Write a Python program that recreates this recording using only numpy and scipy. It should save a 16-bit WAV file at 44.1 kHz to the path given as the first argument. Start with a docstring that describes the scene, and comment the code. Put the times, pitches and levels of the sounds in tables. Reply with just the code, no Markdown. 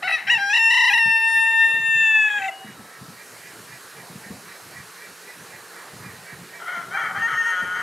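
"""Over soft outdoor hiss and a faint drone, a rooster crows close by: a hoarse first note, a yodel,
a long clear hold and a broken fall. Puffs of air bump the microphone, thin whistles follow the crow,
and an insect rasps about four times a second. Then a more distant rooster answers with a growling crow.
Each crow is a stream of pulses from the syrinx (a bird's voice box) ringing in the throat and echoing
round the farmyard. The insect's strokes are swells of scraping noise that ring at a few pitches."""
import sys
import numpy as np
from scipy import signal
from scipy.fft import rfft, irfft
from scipy.io import wavfile
from scipy.ndimage import uniform_filter1d, map_coordinates

SR = 44100
rng = np.random.default_rng(int(sys.argv[2]) if len(sys.argv) > 2 else 0)


def pcm_store(signal):
    """Save signal as 16-bit PCM."""
    levels = np.round(np.clip(np.atleast_2d(signal), -1, 1) * 32767)
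    wavfile.write(sys.argv[1], SR, levels.astype(np.int16).T)


N = 344862
TIME = np.arange(N) / SR
HZ = np.fft.rfftfreq(N, 1 / SR)

# how the near rooster's throat boosts or weakens each frequency (frequency [Hz], gain [dB])
NEAR_THROAT = [(500, -71), (780, -6), (950, -19), (1200, -13), (1900, 22), (2350, 10.5), (2700, 22.5),
               (3150, 7), (3400, -14.5), (3900, 6), (4120, -18), (4520, -49.5), (4800, -44.5), (5550, -36),
               (6400, -44.5), (7300, -29), (8100, -40), (9000, -32.5), (9900, -32.5), (10800, -32),
               (11600, -39), (12700, -56), (15000, -88)]


def amp(db):
    """Turns decibels into a number to multiply by."""
    return 10 ** (np.asarray(db) / 20)


def evened(x):
    """Scales a signal to an average (rms) size of 1."""
    return x / np.sqrt(np.mean(x ** 2) + 1e-20)


def read(points, hz):
    """Reads between the rows of a table, on a log-frequency axis."""
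    f, value = np.transpose(points)
    return np.interp(np.log(hz + 1), np.log(f + 1), value)


def curves(rows, t):
    """Reads every column of a timed table at the times t."""
    s, *columns = np.transpose(rows)
    return [np.interp(t, np.sort(s), c) for c in columns]


def ramp(t, start, end):
    """Rises from 0 to 1 between start and end."""
    return np.clip((t - start) / (end - start), 0, 1)


def burst(t, s, length):
    """A flat-topped swell centred on s seconds."""
    return np.exp(-np.abs(2 * (t - s) / length) ** 4)


def wander(t, rate_hz):
    """A smooth random drift with an average size of about 1."""
    return evened(irfft(rfft(rng.standard_normal(N)) * np.exp(-(HZ / rate_hz) ** 2), N))[:len(t)]


def add(mix, s, sound):
    """Mixes a sound in at s seconds."""
    part = mix[max(round(s * SR), 0):][:len(sound)]
    part += sound[:len(part)]


def placed(x, balance_db):
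    """Moves a sound left (positive) or right (negative) by making that side louder."""
    return x * amp(np.array([[balance_db], [-balance_db]]) / 2)


def coloured(x, shape):
    """Filters a sound by a table of (frequency [Hz], gain [dB])."""
    return irfft(rfft(x, N) * amp(read(shape, HZ)), N)[:len(x)]


def resonated(x, shape):
    """Filters so that each resonance (a peak in the table) rings on after the pulse that strikes it."""
    log_gain = np.log(amp(read(shape, np.abs(np.fft.fftfreq(4096, 1 / SR)))))
    ring = np.fft.ifft(np.exp(signal.hilbert(log_gain).conj())).real
    return signal.oaconvolve(x, ring)[:len(x)]


def ringing_noise(resonances):
    """Noise through a few resonances, each at its own level."""
    out = np.zeros(N)
    for hz, width, db in resonances:
        peak = 1 / (1 + (2 * (HZ - hz) / width) ** 2)
        out += amp(db) * evened(irfft(rfft(rng.standard_normal(N)) * peak, N))
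    return out


def outdoor_air(gusty_db=5.0, gust_hz=300, hiss_hz=3000, level_db=-43.5):
    """Outdoor air: an uneven rumble, a soft middle and a smooth high hiss."""
    # the air's tone colour (frequency [Hz], relative level [dB])
    colour = [(24, -64), (40, -47), (89, -24.5), (146, 2), (202, -6), (438, -6.5), (740, -7.5), (1860, -7),
              (2110, -9.5), (2330, -8.5), (3470, -8), (4030, -1), (9650, -3), (13000, -6.5), (15500, -18.5)]
    # the hiss is low while the near rooster crows, then comes back as the recorder's gain recovers;
    # the low murmur slowly grows (time [s], low murmur gain [dB], high hiss gain [dB])
    gains = [(0, 1, -10), (2.45, 1, -8.5), (2.85, 0.5, -8), (3.3, 1.5, -4.5), (5.8, 3.5, -5), (6.6, 4, -6),
             (7.82, 5.5, -7)]
    # how alike the two sides are (frequency [Hz], likeness [0-1])
    likeness = [(60, 1), (380, 0.99), (2380, 0.93), (9500, 1), (12000, 0.78), (15000, 0.48)]
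    # which side is louder (frequency [Hz], lean to the left [steps])
    balance = [(60, -3), (180, 1), (550, -2), (1650, -4.5), (4970, 0.5), (15000, -1)]
    frames, hz = N // 256 + 5, np.fft.rfftfreq(1024, 1 / SR)
    t = np.arange(frames) * 256 / SR
    a, b, c, d, patches = rng.standard_normal((5, frames, len(hz)))
    left, unrelated, same = a + 1j * b, c + 1j * d, read(likeness, hz)
    spectra = np.array([left, same * left + np.sqrt(1 - same ** 2) * unrelated])
    # random louder and softer patches, strongest in the bass
    patches = evened(uniform_filter1d(uniform_filter1d(patches, size=14, axis=0), size=12, axis=1))
    patchy_db = 0.9 + 1 / (1 + (hz / 2000) ** 2) + gusty_db / (1 + (hz / gust_hz) ** 2)
    spectra *= amp(read(colour, hz) + patches * patchy_db)
    lean_step = placed(0.82, balance_db=0.79)[:, :, None]  # each step left also softens both sides
    spectra *= lean_step ** read(balance, hz)
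    murmur_db, hiss_db = curves(gains, t)
    high = hz ** 4 / (hz ** 4 + hiss_hz ** 4)
    spectra *= amp(np.outer(murmur_db, 1 - high) + np.outer(hiss_db, high))
    air = signal.istft(spectra.transpose(0, 2, 1), nperseg=1024, noverlap=768)[1][:, :N]
    return amp(level_db) * evened(air)


def drone():
    """A faint, far-off drone of ringing noise that slowly grows."""
    # its resonances (frequency [Hz], width [Hz], level halfway through [dB])
    resonances = [(173.5, 8.1, -67), (433, 133, -57.5)]
    return ringing_noise(resonances) * amp(np.linspace(-4, 4, N))


def sung(notes, t, glide_s, release_db_per_s):
    """Slides between notes and fades in the pauses; returns gain, pitch and the notes' other columns."""
    note = np.maximum(np.searchsorted(np.sort([row[0] for row in notes]), t) - 1, 0)
    start, length, hz, bend_hz, *columns = np.array(notes)[note].T
    gain = (t > start) * amp(-release_db_per_s * np.maximum(t - start - length, 0))
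    bent = hz + bend_hz * (np.clip((t - start) / length, 0, 1) - .5)
    return [uniform_filter1d(c, size=round(glide_s * SR)) for c in [gain, bent, *columns]]


def pulses(cycles, harmonics, shimmer_db=0, flutter=0, flutter_hz=45.6):
    """One sharp syrinx pulse per cycle; each harmonic swells by itself and high ones flutter most."""
    step, harmonic, total = np.exp(2j * np.pi * cycles), 1, 0
    t = TIME[:len(cycles)]
    slow = rng.standard_normal((harmonics, 10))
    quick = rng.standard_normal((harmonics, 400, 2)) @ [1, 1j]
    for k in range(harmonics):
        harmonic = harmonic * step
        swell = np.interp(t, np.linspace(0, t[-1], len(slow[k])), amp(shimmer_db * slow[k]))
        depth = flutter * (k + 1) / harmonics
        flicker = np.interp(t * flutter_hz, np.arange(len(quick[k])), 1 + depth * quick[k])
        total = total + (harmonic * flicker).real * swell
    return evened(total)


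def breath(cycles, depth):
    """Air noise let through in a puff each cycle."""
    return evened((1 + depth * np.cos(2 * np.pi * cycles)) * rng.standard_normal(N)[:len(cycles)])


def throat(source, shape, edges_hz, levels_db):
    """Rings the pulses in the throat, then makes each frequency band follow its own level."""
    spectrum = rfft(resonated(source, shape), N)
    out = np.zeros(len(source))
    for low, high, db in zip(edges_hz, edges_hz[1:], levels_db):
        band = 1 / (1 + (HZ / high) ** 40) - 1 / (1 + (HZ / low) ** 40)
        ring = irfft(spectrum * band, N)[:len(source)]
        power = uniform_filter1d(ring ** 2, size=1000)
        out += amp(db) * ring / np.sqrt(abs(power) + 1e-14)
    return out


def near_levels(t, effort_db, ring_db, treble_db, flip, tired, sway_db=1.37):
    """Levels of the near crow's seven bands; four in the middle follow effort, yodels and tiring."""
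    # the long held note swells and ebbs (time [s], effort [dB], extra ring [dB])
    hold = [(.95, -1, 1), (1.08, -3, 0), (1.26, -5, -0.5), (1.35, 4, -6.5), (1.46, -1, -2.5),
            (1.62, 6, -8.5), (1.83, -3, -3), (2.0, 2.5, -2.5), (2.22, 1.5, 2), (2.26, -3, 1.5),
            (2.31, -6, -2), (2.38, -4.5, -6), (2.41, -5.5, -9)]
    # the chest tone, the lowest in the voice (time [s], level [dB])
    chest = [(.03, -30.5), (.115, -29.5), (.15, -46.5), (.3, -33), (.42, -29), (.6, -31.5), (.92, -27),
             (1.06, -32.5), (1.55, -34), (1.95, -48.5), (2.15, -38), (2.29, -39), (2.45, -28)]
    # middle bands (level [dB], share of effort [0-1], change in a yodel [dB], change when tired [dB])
    bands = [(-18, 0.63, 3, -1.5), (-18.5, 0.83, -0.5, -1.5), (-37.5, 0.63, 5, 2.5), (-36, 0.92, 2, -25)]
    # overtones from 6 to 7.7 kHz (time [s], level [dB])
    treble = [(.03, -57), (.15, -69), (.26, -68), (.32, -38), (.4, -61), (.56, -42), (.68, -43), (.74, -44),
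              (.92, -53), (1.14, -84), (1.29, -49.5), (1.74, -50.5), (2.08, -40), (2.17, -47.5),
              (2.48, -47)]
    # overtones above 7.7 kHz (time [s], level [dB])
    top = [(.03, -60), (.14, -45.5), (.24, -74), (.32, -44), (.42, -62), (.57, -44.5), (.95, -44),
           (1.38, -39.5), (1.7, -45.5), (1.78, -52.5), (1.88, -43), (2.15, -60), (2.5, -66)]
    swell_db, held_ring_db = curves(hold, t)
    main, ring, *upper = [db + share * (effort_db + swell_db) + yodel_db * flip + tired_db * tired
                          for db, share, yodel_db, tired_db in bands]
    levels = curves(chest, t) + [main, ring + ring_db + held_ring_db]
    levels += [db + treble_db for db in upper] + curves(treble, t) + curves(top, t)
    return [db + sway_db * wander(t, rate_hz=19.5) for db in levels]


def near_crow(jitter=0.0804, waver=0.0011, tiring_s=1.12, tired_s=1.8, sag_hz_per_s2=470, level_db=-1.92):
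    """Syrinx pulses that flip between a low and a high voice and turn ragged at the start and end."""
    # the tune (start [s], length [s], pitch [Hz], bend [Hz], roughness [0-1], effort [dB],
    # extra ring near 2.7 kHz [dB], extra treble [dB])
    notes = [(.026, 0.012, 650, 139, 0.2, -15, -2.5, 5.5), (.039, 0.038, 752, 32, 0.2, -15.5, -5.5, 7),
             (.074, 0.039, 632.6, 11, 0.3, -6, -4, 0), (.122, 0.041, 645, -18, 0.14, -4, 1, 6),
             (.157, 0.011, 620, -46, 0, -15.5, -8.5, 8), (.174, 0.0092, 650, -0.5, 0.68, -14, -4, 6.5),
             (.271, .011, 775, -4, 0.54, -6, -4, 4), (.282, 0.013, 802, 34, .12, -2, -11, -2),
             (.297, .013, 942, -40, 0.22, 5.5, -1, -4), (.31, 0.045, 951, -20, 0.13, 2.5, -.5, -3),
             (.35, 0.024, 901, 34, 0.1, -11, 11, 7), (.376, 0.023, 800, -8, 0.21, -10, -10, 4),
             (.396, 0.12, 801.6, 11, 0.05, -5.5, -39, 4.5), (.497, 0.042, 831, 17, 0.08, -4.5, -2, 6.5),
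             (.53, 0.1565, 907, 1, 0.06, -1, 4, 2), (.7, 0.19, 914.4, 9, 0, 1.5, -1.5, 1.5),
             (.9, 0.032, 821, 24, 0.09, -3, -1.5, 4), (.93, 0.097, 915, 4, 0.05, 1.5, -0.5, 0),
             (1.03, 1.248, 903.2, 1, 0.02, 0.5, 1, 0.5), (2.3, 0.081, 900.5, 10, 0.06, 0, -2.5, 3),
             (2.39, 0.09, 870, 12, 0.2, -12, -11, 1.5), (2.48, 0.012, 802, -35, 0, -7, 5, -5)]
    # the voice flips up and back (time [s], length [s], rise [Hz])
    yodels = [(0.081, 0.0067, 65.3), (0.096, 0.0073, 65.4), (0.112, 0.0064, 65), (0.115, 0.0056, 55.4),
              (0.545, 0.0084, 43.3), (0.572, 0.02, 69.8), (0.714, 0.015, 78.6), (0.745, 0.018, 80.6),
              (0.78, 0.022, 87.5), (0.814, 0.02, 85.7), (0.849, 0.017, 85.2), (0.885, 0.023, 84.6),
              (0.942, 0.014, 61.3), (0.982, 0.0096, 65.8)]
    # air rasping through a yodel's upper overtones (frequency [Hz], gain [dB])
    hiss_colour = [(3000, -32), (3700, 0.5)]
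    # the throat's added colour while the beak opens (frequency [Hz], gain [dB])
    opening_colour = [(800, 22), (1500, 7), (1900, 0), (2200, 6), (2700, -9), (3900, 0), (4150, 1),
                      (4500, 8), (4900, -2), (5600, -10), (6400, 0)]
    # its added colour once the bird tires (frequency [Hz], gain [dB])
    tired_colour = [(3400, 1), (3650, 17), (3900, -38), (4250, -15), (4500, -2)]
    # borders of the throat's bands (frequency [Hz])
    edges = [500, 1200, 2250, 3150, 4400, 6000, 7700, 15500]
    t = TIME[:round(2.51 * SR)]
    gain, hz, rough, effort_db, ring_db, treble_db = sung(notes, t, glide_s=0.0081, release_db_per_s=208)
    hz = hz - sag_hz_per_s2 * np.maximum(t - tired_s, 0) ** 2 / 2  # the pitch sags ever faster
    flip = sum(burst(t, s, length) for s, length, _ in yodels)
    rise_hz = sum(rise * burst(t, s, length) for s, length, rise in yodels)
    rough = np.clip(rough + 0.18 * flip + 0.57 * (1 - gain), 0, 1)  # flips and dying notes are rougher
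    unsteady = 1 + jitter * rough * wander(t, rate_hz=300) + waver * wander(t, rate_hz=17)
    cycles = np.cumsum((hz + rise_hz) * unsteady) / SR
    source = (1 - rough) * pulses(cycles, harmonics=17, shimmer_db=4.0, flutter=0.91)
    source += 0.56 * rough * breath(cycles, depth=0.95)
    # in a yodel the low voice lingers and beats against the high one
    source += 0.21 * flip * pulses(np.cumsum(hz * unsteady) / SR, harmonics=12)
    source += 1.1 * uniform_filter1d(flip, size=1000) * coloured(breath(cycles, depth=1), hiss_colour)
    opening, tired = 1 - ramp(t, 0.14, 0.62), ramp(t, tiring_s, tired_s)
    source = ((1 - opening - tired) * source + opening * coloured(source, opening_colour)
              + tired * coloured(source, tired_colour))
    levels_db = near_levels(t, effort_db, ring_db, treble_db, flip, tired)
    voice = gain * throat(source, NEAR_THROAT, edges, levels_db) + creaks(t)
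    return amp(level_db) * np.pad(voice * signal.windows.tukey(len(t), .012), (0, N - len(t)))


def echoes(x, width, per_second=2000, build_s=0.03):
    """Sound scatters off ground, plants and sheds as many small echoes, the treble dying first."""
    # how long the echoes last (frequency [Hz], time to fade by 60 dB [s])
    fade_times = [(300, 0.99), (2000, 0.26), (8000, 0.13)]
    signs = rng.choice([-1., 1.], (2, SR))
    bounces = signs * (rng.random((2, SR)) < per_second / SR) * ramp(TIME[:SR], 0, build_s)
    hz, t, spectra = signal.stft(bounces, SR, nperseg=256)
    tail = signal.istft(spectra * amp(-60 * t / read(fade_times, hz)[:, None]), SR, nperseg=256)[1]
    mid, side = signal.fftconvolve(x[None], tail / np.linalg.norm(tail[0]), axes=1)[:, :N]
    return np.array([mid + width * side, mid - width * side])


def wall_echo(x, delay_s=0.19, level_db=-34):
    """One late echo from a far wall."""
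    return amp(level_db) * np.interp(TIME - delay_s, TIME, x, left=0)


def at_microphones(x):
    """The near crow reaches each of the two microphones with its own level and timing."""
    # which side is louder (frequency [Hz], left minus right [dB])
    balance = [(900, 0), (1800, 3), (2700, 2.5), (3600, 0.6), (5400, 5.5), (10000, 1.5)]
    # how far the left wave runs ahead (frequency [Hz], phase lead [radians])
    lead = [(900, -0.35), (1800, -0.38), (2700, -0.013), (3600, 0.37), (7200, 0), (10000, 0.64)]
    half = amp(read(balance, HZ) / 2) * np.exp(.5j * read(lead, HZ))
    return irfft(rfft(x) * np.array([half, 1 / half]), N)


def air_puffs(puff_hz=168, rise_s=0.0071, scatter=0.3, level_db=-9.0, eddy_db=-15, eddy_s=0.035):
    """Each puff gives the microphone a short low wobble of pressure, followed by weaker swirls."""
    # the puffs (time [s], relative level [dB])
    puffs = [(0.365, -32), (1.734, -31), (1.881, -34), (1.947, -30.5), (2.643, -27), (2.682, -27),
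             (2.789, -29.5), (3.01, -25.5), (3.078, -26.5), (3.72, -42), (4.097, -27), (4.15, -30),
             (4.258, -30), (4.3, -21), (4.731, -37), (5.929, -30), (6.059, -30.5), (6.324, -27),
             (6.768, -31.5), (7.173, -25), (7.623, -25)]
    t, out = TIME[:SR // 4], np.zeros(N)
    low_band = signal.butter(2, [100, 260], "bandpass", fs=SR, output="sos")
    for s, db in puffs:
        drift, noise = rng.standard_normal((2, len(t)))
        hz = puff_hz * np.exp(scatter * evened(uniform_filter1d(drift, size=200)))
        bump = t / rise_s * np.exp(1 - t / rise_s) * np.sin(2 * np.pi * np.cumsum(hz) / SR)
        eddies = evened(signal.sosfilt(low_band, noise)) * t / eddy_s * np.exp(1 - t / eddy_s)
        add(out, s, amp(db + level_db) * (bump + amp(eddy_db) * eddies))
    return out


def creaks(t, jitter=0.016, fall_hz_per_s=2300):
    """As the near crow ends, the other side of the syrinx cuts in with low, falling squawks."""
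    # the squawks (time [s], length [s], pitch [Hz], level [dB])
    squawks = [(2.387, 0.014, 647, -31), (2.424, 0.013, 645, -26), (2.447, 0.009, 651, -24.5),
               (2.458, 0.012, 654, -28), (2.488, 0.014, 676, -26)]
    out = np.zeros(len(t))
    for s, length, hz, db in squawks:
        span = abs(t - s) < 2 * length
        falling_hz = hz - fall_hz_per_s * np.clip(t[span] - s, -length, length)
        cycles = np.cumsum(falling_hz * (1 + jitter * wander(t[span], rate_hz=300))) / SR
        squawk = evened(resonated(pulses(cycles, harmonics=12), NEAR_THROAT))
        out[span] += amp(db) * squawk * burst(t[span], s, length)
    return out


def whistles(waver=0.0015):
    """Thin, faint, slightly unsteady tones after the near crow."""
    # the tones (start [s], length [s], pitch [Hz], level [dB], fade [dB/s])
    tones = [(2.508, 0.24, 2893, -42, 56), (2.562, 0.67, 3830, -61, 11), (2.748, 0.414, 1310, -54, -2)]
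    out = np.zeros(N)
    for s, length, hz, db, fade in tones:
        t = TIME[:round(length * SR)]
        cycles = np.cumsum(hz * (1 + waver * wander(t, rate_hz=74))) / SR
        tone = np.sqrt(2) * np.sin(2 * np.pi * cycles)
        add(out, s, amp(db - fade * t) * tone * signal.windows.tukey(len(t), .12))
    return out


def insect(start_s=2.68, gap_s=0.267, hurry_s=0.0011, count=16, rise_s=0.056, fall_s=0.048,
           level_db=-46.4, growth_db_per_s=1.0, scatter_db=0.6):
    """Scraping strokes ring a few resonances, coming a little quicker and louder as they go on."""
    # the insect's resonances (frequency [Hz], width [Hz], relative level [dB])
    resonances = [(1700, 190, -0.5), (1930, 55, 1), (2110, 77, -6), (2370, 20, -4.5), (2330, 87, -9)]
    k = np.arange(count)
    times = start_s + gap_s * k - hurry_s * k ** 2 / 2
    louder, higher = rng.standard_normal((count, 2)).T
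    levels_db = level_db + growth_db_per_s * (times - start_s) + scatter_db * louder
    strokes = np.array([np.exp(-((TIME - s) / np.where(TIME < s, rise_s, fall_s)) ** 2) for s in times])
    # the pitch rises and falls with each stroke, and varies a little by chance
    speed = 1 + 0.05 * (strokes.sum(0) - 1) + 0.02 * np.interp(TIME, times, higher)
    scrape = map_coordinates(ringing_noise(resonances), [np.cumsum(speed)], order=3, mode="wrap")
    return evened(scrape) * (amp(levels_db) @ strokes)


def far_crow(jitter=0.0561, waver=0.0065, shudder_db=4.5, flutter=0.98, level_db=-3.5):
    """A hoarser voice whose pulses repeat every second cycle when doubled, every fifth in a growl."""
    # the tune (start [s], length [s], pitch [Hz], bend [Hz], roughness [0-1], growl [0-1],
    # doubling [0-1], effort [dB], extra chest tone [dB])
    notes = [(6.602, 0.062, 699.4, 33.5, 0.48, 0.44, 0.1, -8, 9.5),
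             (6.66, 0.076, 710, 48, 0.42, 0, 0.03, 0, 0), (6.74, 0.035, 699, -30, 0.32, 0, 0.23, 1.5, 1.5),
             (6.912, 0.027, 758.6, 22, 0.27, 0.3, 0.2, -4.5, 0),
             (6.942, 0.021, 778, 16, 0.04, 0.07, 0.04, 3.5, 9),
             (6.968, 0.066, 914, -30, 0.24, 0.25, 0.54, 2.5, 1.5),
             (7.03, 0.045, 900, -19, 0.37, 0, 0.33, 2, 0),
             (7.086, 0.028, 762.5, -9.5, 0.3, 0.07, 0.6, -3.5, 5.5),
             (7.15, 0.041, 785, 25, 0.08, 0.1, 0.26, 2.5, 8),
             (7.182, 0.039, 914, 19, 0.15, 0.2, 0.06, 0, -9),
             (7.222, 0.039, 917.4, 4, 0, 0.01, 0.09, 1.5, 10),
             (7.277, 0.054, 925, -14, 0.44, 0.33, 0, 1.5, -7),
             (7.335, 0.035, 914, 20, 0.23, 0.28, 0.03, 2.5, 3.5),
             (7.375, 0.042, 921.4, -5, 0, 0.03, 0.04, 0.5, 1),
             (7.42, 0.0375, 912, 12, 0.11, 0.22, 0, 1.5, -4),
             (7.46, 0.055, 926.3, -10, 0.03, 0.15, 0.13, 3.5, 6),
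             (7.522, .04, 907, -18, 0.13, 0.7, 0, 2, 1),
             (7.562, 0.048, 900.6, 2.5, 0.02, 0.83, 0.11, 1.5, 3),
             (7.616, 0.03, 917.6, -10, 0.06, 0.17, 0.16, -1, 7),
             (7.646, 0.096, 907.4, 15.5, 0.1, 0.86, 0.2, -2.5, 0),
             (7.75, 0.079, 920.7, 6, 0.25, 0.33, 0.04, -0.5, 4.5)]
    # this bird's throat (frequency [Hz], gain [dB])
    throat_shape = [(500, -16.5), (800, -9), (1080, -10.5), (1270, 4), (1460, 8), (1620, -4.5), (1830, 17),
                    (2080, 13), (2300, 7.5), (2550, -25), (2780, -18), (3150, 11), (3550, -28), (3700, -50),
                    (4200, -33), (4600, -46), (5500, -42), (5900, -31), (6480, -17.5), (7000, -38),
                    (8400, -48), (9200, -30), (11000, -59)]
    # borders of the throat's bands (frequency [Hz])
    edges = [500, 1100, 1700, 2500, 2900, 3600, 5900, 11000]
    # the bands, lowest first (level when hoarse [dB], change when clear [dB], change in a growl [dB])
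    bands = [(-39.5, -6.5, -7.5), (-26.5, -3.5, 4.5), (-33, 13, -6), (-55, 14, 7), (-47.5, 0.5, 6),
             (-53.5, 2, -2), (-56, 15.5, 3)]
    t = TIME[round(6.58 * SR):]
    gain, hz, rough, growl, doubled, effort_db, chest_db = sung(
        notes, t, glide_s=0.012, release_db_per_s=214)
    unsteady = 1 + jitter * rough * wander(t, rate_hz=90) + waver * wander(t, rate_hz=31)
    cycles = np.cumsum(hz * unsteady) / SR
    growling = pulses(cycles / 5, harmonics=55, shimmer_db=2, flutter=flutter)
    singing = pulses(cycles, harmonics=12, shimmer_db=8, flutter=2 * flutter)
    singing *= 1 + 2 * doubled * np.cos(np.pi * cycles)
    source = (1 - rough) * ((1 - growl) * singing + growl * growling)
    source += 0.96 * rough * breath(cycles, depth=0.32)
    high_voice = ramp(hz, 820, 890)  # only the high voice rings out clearly
    clear = high_voice * (1 - rough) ** 2 * (1 - growl) * (1 - doubled)
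    levels_db = [db + effort_db + clear_db * clear + growl_db * growl for db, clear_db, growl_db in bands]
    levels_db[0] += chest_db
    levels_db[-1] -= 7 * (1 - ramp(t, 7.25, 7.38))  # the top overtones come out as the beak opens
    voice = gain * throat(source, throat_shape, edges, levels_db)
    voice *= amp(level_db + shudder_db * rough * wander(t, rate_hz=26))
    return np.pad(voice, (N - len(t), 0))


def scene(near_echo_db=-17, far_echo_db=-11):
    """Both roosters a little to the left, the insect a little to the right."""
    near, far, hum = near_crow(), far_crow(), drone()
    mix = at_microphones(near + wall_echo(near) + amp(near_echo_db) * echoes(near, width=0.26))
    mix += placed(far + amp(far_echo_db) * echoes(far, width=0.25), balance_db=2.5)
    mix += placed(insect(), balance_db=-4.5)
    mix += placed(air_puffs(), balance_db=1.5)
    mix += placed(whistles(), balance_db=2.5)
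    return mix + hum + outdoor_air()


def record(dry, low_cut_hz=78, high_cut_hz=15750):
    """A wind filter takes out the deep bass, and a second filter the very highest treble."""
    wind_filter = signal.butter(3, low_cut_hz, "highpass", fs=SR, output="sos")
    treble_filter = signal.firwin(511, high_cut_hz, window=("kaiser", 9), fs=SR)
    return signal.oaconvolve(signal.sosfilt(wind_filter, dry), treble_filter[None], "same")


dry = scene()
out = record(dry)
pcm_store(out)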